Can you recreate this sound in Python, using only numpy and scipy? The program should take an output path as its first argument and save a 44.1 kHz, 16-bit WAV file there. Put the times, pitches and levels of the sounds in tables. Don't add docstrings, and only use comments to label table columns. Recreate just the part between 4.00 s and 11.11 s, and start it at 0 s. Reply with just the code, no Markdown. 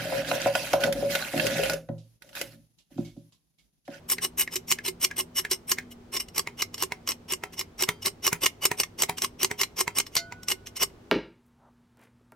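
import sys
import numpy as np
from scipy import signal
from scipy.fft import rfft, irfft
from scipy.io import wavfile

SR = 44100
rng = np.random.default_rng(int(sys.argv[2]) if len(sys.argv) > 2 else 0)


def put_to_file(sound):
    columns = np.atleast_2d(sound).T
    safe = np.clip(columns, -1, 1)
    whole_steps = np.round(safe * 32767)
    wavfile.write(sys.argv[1], SR, whole_steps.astype(np.int16))


N = 313551
SIZE = 16384
AGE_S = np.arange(SIZE) / SR
TIME_S = np.arange(N) / SR
SIDES = np.array([[1], [-1]])

# [f/Hz, level/dB]
AIR_COLOUR = [(20, -8.5), (50, 0), (100, 0), (200, -3.5), (400, -4), (520, -10), (1000, -16.5), (1600, -23),
              (3000, -27.5), (6000, -33), (10000, -40.5), (15000, -43)]
HUM_HZ = (100.7, 167.5, 241.5)
# [t/s, then level/dB per line]
HUM_LEVELS = [(0, -64.5, -60, -58), (1.2, -65, -57, -56), (1.601, -65, -70, -58), (3.1, -64, -63.5, -57.5),
              (3.8, -64, -68.5, -62.5), (7.1, -60.5, -68.5, -61.5)]
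# [f/Hz, difference/dB]
PORT_BALANCE = [(60, 1), (400, -2), (2000, -1.1), (8000, 0)]
# [f/Hz, phase/rad]
PORT_PHASE = [(50, 0), (1460, 0), (2410, .4), (4050, .5), (5700, .6), (7000, 1.4), (9400, 2.9),
              (10800, 3.4), (12900, 4.7), (14200, 6.1), (16000, 6.3)]

# [f/Hz, level/dB]
SLIDE_COLOUR = [(60, -15.5), (170, -9), (330, -7.5), (700, -7), (1100, -7.5), (1600, -6.5), (2300, 1.5),
                (4500, -5), (6200, 2.5), (7200, -4), (8500, 1), (10000, -1), (12500, 1.5), (15000, -15)]
CLACK_COLOUR = [(50, -13.5), (100, -7.5), (270, -14.5), (600, -8), (1100, -4), (1600, -3.5), (2200, 3.5),
                (3500, -0.5), (6200, 5), (8500, 4), (10000, -1), (12500, 5.5), (15000, -11)]
KNOCK_COLOUR = [(45, -19.5), (100, 2), (170, 2), (550, -3.5), (1100, 0), (1500, -0.5), (2200, 4.5),
                (3200, -7.5), (6200, -7.5), (9000, -5.5), (15000, -16)]
# [f/Hz, width/Hz, lift/dB]; a negative lift has no effect
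JACK_MODES = [(165.3, 12, 7), (369.4, 20, 11), (399, 22, 16.5), (1076, 108, 11.5), (2110, 67, 8),
              (2900, 163, 8), (4090, 49, 5.5), (5474, 100, 10), (8420, 50, 11), (11500, 260, 4.5),
              (12930, 110, -4.5)]
# [f/Hz, width/Hz, lift/dB]
PUMP_MODES = [(167, 9.2, 9), (365, 20, 4), (412, 13, 13.5), (751, 9.1, 10), (1330, 14, 7), (2080, 160, 6),
              (2504, 90, 4), (3150, 8.5, 9.5), (4043, 60, 3.5), (4765, 4.6, 6), (5650, 98, 2.5),
              (7200, 25, 6)]
# [f/Hz, width/Hz, lift/dB]
SOCKET_MODES = [(2950, 140, 9), (5460, 110, 13.5), (8470, 120, 13), (11750, 350, 10)]
# [f/Hz, level/dB, t60/s]
TUBE_MODES = [(680, -12, .5), (1323, -28, 0.45), (1478, -12.5, 1.25), (2078, 0, 0.14), (3100, -20, .35),
              (4070, -2, 0.06), (4275, 4, 0.14), (4730, 0, .17), (5135, 0, .07), (5605, 1, 0.11),
              (6282, -6, .1), (6858, -2, 0.12)]

# [clack t/s, slide level/dB, nominal squeal f/Hz, clack level/dB,
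# bounce delay/s, thud level/dB, knock delay/s, knock level/dB]
PUSHES = [(.127, -18.5, 11000, -24, .006, -33, .056, -25), (.416, -20, 11650, -23, .006, -37, .06, -29),
          (.715, -27, 5500, -13, .007, -27, .072, -27), (1.044, -25, 8350, -15, .003, -29, .068, -26),
          (1.391, -22, 11500, -23, .006, -32, .059, -23.5), (1.716, -27, 8450, -14, .003, -28, .069, -20),
          (2.38, -33, 5400, -14, .013, -30, .093, -22), (2.824, -34, 5450, -15, .01, -23, .097, -21),
          (3.322, -32, 2900, -17.5, .013, -24, .115, -21), (3.823, -28, 5500, -14, .012, -21, .066, -13),
          (4.267, -27.5, 5510, -11, .01, -25, .062, -11.5), (4.653, -29, 2900, -11.5, .003, -29, .062, -15),
          (5.021, -27, 11800, -11.5, .013, -26, .074, -15), (5.431, -29, 2900, -12, .015, -21, .082, -18),
          (5.806, -25, 11650, -16, .004, -24, .072, -17.5), (6.153, -52, 2900, -18, .013, -36, .17, -28),
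          (6.829, -27, 8500, -15, .004, -32, .07, -50)]
# [slide t/s, slide level/dB, nominal squeal f/Hz, clack t/s,
# clack level/dB, bounce delay/s, thud level/dB]
LIFTS = [(.202, -24, 8550, .243, -23, .004, -33), (.495, -35, 5340, .557, -19, .006, -24),
         (.828, -26, 8740, .881, -21, .004, -22), (1.152, -25, 8530, 1.203, -25, .004, -29),
         (1.488, -27.5, 8450, 1.512, -17, .004, -22), (2.111, -29, 8450, 2.166, -20, .003, -32),
         (2.562, -34.5, 2900, 2.62, -17, .003, -36), (3.062, -31, 8450, 3.089, -19, .029, -42),
         (3.555, -34, 5335, 3.593, -20, .018, -30), (4.025, -26, 5460, 4.059, -16.5, .02, -29),
         (4.4, -24.5, 8420, 4.459, -11.5, .004, -40), (4.762, -28, 8470, 4.8, -13, .034, -42),
         (5.2, -27, 8350, 5.22, -17, .026, -38), (5.568, -30.5, 2900, 5.614, -12, .019, -29),
         (5.94, -27, 8230, 5.985, -12, .015, -40), (6.467, -28, 8300, 6.515, -18, .004, -27)]
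# [tap t/s, slide level/dB, tap level/dB]
SHIFTS = [(.1, -44, -17), (1.915, -49, -48), (2.204, -30, -32), (2.285, -58, -39), (2.743, -50, -26),
          (2.78, -45, -31), (3.075, -42, -21), (3.535, -44, -44), (4.025, -40, -44), (5.182, -34, -24),
          (6.066, -52, -32), (6.168, -25, -27), (6.432, -55, -36), (6.484, -40, -18), (6.67, -39, -34),
          (6.767, -36, -25)]

# [body/dB, treble/dB]
PUSH_SLIDE_TONE = [(-1.5, 3), (3, -4)]
PUSH_CLACK_TONE = [(-2, 2), (5, 4)]
LIFT_SLIDE_TONE = [(2, -1.5), (4, -3)]
LIFT_CLACK_TONE = [(-4, 3), (0, -1)]
SHIFT_SLIDE_TONE = [(2, 0), (-3, -4)]
SHIFT_TAP_TONE = [(-4, 2), (1, -6)]

AIR_DB = -52.5
LOADED_S, TUBE_STRIKE_S, TOP_HZ = 2, 6.166, 15900
# (f/Hz, width/Hz, lift/dB)
SLACK_RING, LOADED_RING = (1630, 60, 12), (950, 46, 13)
BOUNCE_DB, BOUNCE_LOSS_DB_PER_S, BOUNCE_BODY_DB, BOUNCE_TREBLE_DB = 1, 220, 2, -7
KNOCK_BODY_DB, HARD_KNOCK_DB, KNOCK_TREBLE_DB_PER_DB = (-5, .5), -16, .8


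def undb(db):
    return 10 ** (np.asarray(db) / 20)


def fade(t_s, t60_s):
    return np.exp(-np.log(1000) * np.maximum(t_s, 0) / t60_s)


def bins(size):
    return np.maximum(np.arange(size // 2 + 1) * SR / size, 1)


def curve(points, hz):
    at_hz, value = np.transpose(points)
    return np.interp(np.log(hz), np.log(at_hz), value)


def walk(rate, size):
    knots = rng.standard_normal(size // 16)
    return np.interp(np.arange(size) * rate / SR, np.arange(len(knots)), knots)


def add(track, s, sound):
    start = int(s * SR)
    track[:, start:start + sound.shape[-1]] += sound[..., :N - start]


def grit(apart=0.46):
    shared, left, right = rng.standard_normal((3, SIZE))
    return shared + apart * np.array([left, right])


def toned(s, tone):
    return tone[int(s > LOADED_S)]


def background(waver_db=3.6, drift_hz=3.5, wide_hz=900):
    hz = bins(N)
    mid, side = rfft(rng.standard_normal((2, N))) * undb(curve(AIR_COLOUR, hz))
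    air = irfft(mid + SIDES * np.clip(hz / wide_hz, .13, .9) * side, N)
    s, *levels = np.transpose(HUM_LEVELS)
    hum = 0
    for line_hz, line_db in zip(HUM_HZ, levels):
        phase = 2 * np.pi * np.cumsum(line_hz + drift_hz * walk(12, N)) / SR
        level_db = np.interp(TIME_S, s, line_db) + waver_db * walk(5.5, N)
        hum = hum + undb(level_db) * np.sqrt(2) * np.sin(phase)
    return undb(AIR_DB) * air / air.std() + hum


def workshop(x, near_db=-7, near_t60_s=0.083, far_db=-22, far_t60_s=.26, far_top_hz=4000):
    hz = bins(SIZE)
    balance = undb(SIDES * curve(PORT_BALANCE, hz) / 2)
    paths = balance * np.exp(1j * curve(PORT_PHASE, hz) * (SIDES > 0))
    for db, t60_s, top_hz in ((near_db, near_t60_s, SR / 2), (far_db, far_t60_s, far_top_hz)):
        tails = rng.standard_normal((2, SIZE)) * fade(AGE_S, t60_s) * (AGE_S > .002)
        mid, side = rfft(tails / np.sqrt(np.sum(tails[0] ** 2)))
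        apart = np.minimum(hz / 500, 1)
        spread = mid + SIDES * apart * side
        paths = paths + undb(db) * spread / np.sqrt(2 + 2 * (hz / top_hz) ** 2)
    lead = 128
    response = np.roll(irfft(paths), lead, axis=1)[:, :SIZE * 3 // 4]
    return signal.fftconvolve(x, response, axes=1)[:, lead:lead + N]


def body(force, colour, resonances, body_db, treble_db):
    hz = bins(SIZE)
    tilt_db = curve([(900, body_db), (1900, 0), (5500, 0), (9000, treble_db)], hz)
    gain = undb(curve(colour, hz) + tilt_db)
    lift = sum((undb(db) ** 2 - 1).clip(0) / (1 + (2 * (hz - f_hz) / width_hz) ** 2)
               for f_hz, width_hz, db in resonances)
    gain = gain * np.sqrt(1 + lift)
    gain = gain * undb(3 * np.minimum(hz / 3500, 1) * walk(400, len(hz)))
    cepstrum = irfft(np.log(gain / np.sqrt(np.mean(gain ** 2))))
    cepstrum[1:SIZE // 2] *= 2
    cepstrum[SIZE // 2 + 1:] = 0
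    return irfft(rfft(force) * np.exp(rfft(cepstrum)))


def slides(table, tone, slide_s, squeal_db, level_db=1.2, release_t60_s=0.056, grain_db=2,
           judder_db=3.0, judder_rate=260, squeal_width_hz=70, squeal_scatter=.008):
    out = np.zeros((2, N))
    speed = np.sin(np.pi / 2 * np.clip(AGE_S / slide_s, 0, 1)) ** 2.4
    for start_s, db, squeal_hz in table:
        rub = grit() * undb(grain_db * walk(5000, SIZE) + judder_db * walk(judder_rate, SIZE))
        force = rub / rub.std() * speed * fade(AGE_S - slide_s, release_t60_s)
        pulled_hz = squeal_hz * (1 + squeal_scatter * rng.standard_normal())
        modes = JACK_MODES + SOCKET_MODES + [(pulled_hz, squeal_width_hz, squeal_db)]
        sound = body(force, SLIDE_COLOUR, modes, *toned(start_s, tone))
        add(out, start_s, undb(db + level_db) * sound)
    return out


def blows(table, colour, resonances, level_db, push, slack_db, slack_t60_s, chatter_t60_s,
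          settle_db, settle_t60_s, grain_db=2.0):
    out = np.zeros((2, N))
    lead_s, seat_s = .03, .0015
    t_s = AGE_S - lead_s
    contact = np.clip(t_s / seat_s + .5, 0, 1)
    shove = push * np.sin(np.pi * contact) ** 2
    closing = undb(slack_db) * fade(-t_s, slack_t60_s)
    settling = undb(settle_db) * fade(t_s, settle_t60_s)
    loose = np.where(t_s < 0, closing, settling)
    bright = signal.butter(1, 600, "high", fs=SR)
    for s, db, body_db, treble_db in table:
        grains = grit() * contact * fade(t_s, chatter_t60_s) * undb(grain_db * walk(2510, SIZE))
        chatter = signal.lfilter(*bright, grains)
        rattle = grit() * loose * undb(2.3 * walk(300, SIZE))
        sound = body(shove + chatter + rattle, colour, resonances, body_db, treble_db)
        add(out, s - lead_s, undb(db + level_db) * sound)
    return out


def thuds(bench_hz=375, t60_s=.15, rise_s=.007):
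    out = np.zeros((2, N))
    note = np.sin(2 * np.pi * bench_hz * AGE_S) * (1 - np.exp(-AGE_S / rise_s)) * fade(AGE_S, t60_s)
    for s, *_, db, _, _ in PUSHES:
        add(out, s, undb(db) * note)
    for *_, s, _, _, db in LIFTS:
        add(out, s, undb(db) * note)
    return out


def tube(contacts, strike_db=-28.5, held_db=-70, buzz_db=-19.5, buzz_t60_s=.09, buzz_hz=4750,
         buzz_width_hz=700):
    t_s = TIME_S[:SR]
    ring = sum(undb(db) * np.sin(2 * np.pi * hz * t_s) * fade(t_s, t60_s) for hz, db, t60_s in TUBE_MODES)
    out = undb(held_db) * signal.fftconvolve(contacts, ring[None], axes=1)[:, :N]
    add(out, TUBE_STRIKE_S, undb(strike_db) * ring)
    rim = [(buzz_hz, buzz_width_hz, 20)]
    buzz = body(grit() * fade(AGE_S, buzz_t60_s), SLIDE_COLOUR, rim, 0, -6)
    add(out, TUBE_STRIKE_S, undb(buzz_db) * buzz)
    return out


def valve(level_db=-27, start_hz=2300, start_scatter_hz=250, end_hz=1640, glide_s=.004, rise_s=.0005,
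          t60_s=.036):
    out = np.zeros((2, N))
    for s, *_, after_s, _ in PUSHES:
        if s < LOADED_S:
            first_hz = start_hz + start_scatter_hz * rng.standard_normal()
            hz = end_hz + (first_hz - end_hz) * np.exp(-AGE_S / glide_s)
            envelope = (1 - np.exp(-AGE_S / rise_s)) * fade(AGE_S, t60_s)
            chirp = np.sin(2 * np.pi * np.cumsum(hz) / SR) * envelope
            add(out, s + after_s, undb(level_db + 3.5 * walk(500, SIZE)) * chirp)
    return out


def pump():
    out = 0
    for loaded, ring, body_db in zip((False, True), (SLACK_RING, LOADED_RING), KNOCK_BODY_DB):
        rows = [(s + after_s, db, body_db, KNOCK_TREBLE_DB_PER_DB * (db - HARD_KNOCK_DB))
                for s, *_, after_s, db in PUSHES if (s > LOADED_S) == loaded]
        out = out + blows(rows, KNOCK_COLOUR, PUMP_MODES + [ring], level_db=1, push=.22,
                          slack_db=-20, slack_t60_s=0.05, chatter_t60_s=.016,
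                          settle_db=-21, settle_t60_s=0.12)
    return out


def clack(s, db, gap_s, tone):
    body_db, treble_db = toned(s, tone)
    bounce_db = db + BOUNCE_DB - BOUNCE_LOSS_DB_PER_S * gap_s
    bounce = (s + gap_s, bounce_db, body_db + BOUNCE_BODY_DB, treble_db + BOUNCE_TREBLE_DB)
    return [(s, db, body_db, treble_db), bounce]


def shifts(lead_s=.018, slide_s=.023, squeal_hz=2900, squeal_db=5):
    rows = [(s - lead_s, db, squeal_hz) for s, db, _ in SHIFTS]
    rubs = slides(rows, SHIFT_SLIDE_TONE, slide_s, squeal_db)
    return rubs, [(s, db, *toned(s, SHIFT_TAP_TONE)) for s, _, db in SHIFTS]


def lifts(slide_s=.047, squeal_db=19):
    rubs = slides([row[:3] for row in LIFTS], LIFT_SLIDE_TONE, slide_s, squeal_db)
    hits = [hit for *_, s, db, gap_s, _ in LIFTS for hit in clack(s, db, gap_s, LIFT_CLACK_TONE)]
    return rubs, hits


def pushes(lead_s=.052, slide_s=.05, squeal_db=16):
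    rows = [(s - lead_s, db, hz) for s, db, hz, *_ in PUSHES]
    rubs = slides(rows, PUSH_SLIDE_TONE, slide_s, squeal_db)
    hits = [hit for s, _, _, db, gap_s, *_ in PUSHES for hit in clack(s, db, gap_s, PUSH_CLACK_TONE)]
    return rubs, hits


def scene():
    rubs, hits = zip(pushes(), lifts(), shifts())
    rubs, hits = sum(rubs), sum(hits, [])
    clacks = blows(hits, CLACK_COLOUR, JACK_MODES, level_db=0, push=.22, slack_db=-22, slack_t60_s=.04,
                   chatter_t60_s=.022, settle_db=-30.5, settle_t60_s=0.084)
    struck = clacks + thuds() + tube(rubs + clacks)
    handle = workshop(rubs, near_db=-8, far_db=-26) + workshop(struck, near_db=-9, far_db=-22)
    knocks = workshop(pump() + valve(), near_db=-11.5, far_db=-20.5)
    return background() + knocks + handle


def record(dry):
    return signal.sosfilt(signal.ellip(10, .2, 70, TOP_HZ, fs=SR, output="sos"), dry)


dry = scene()
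out = record(dry)
put_to_file(out)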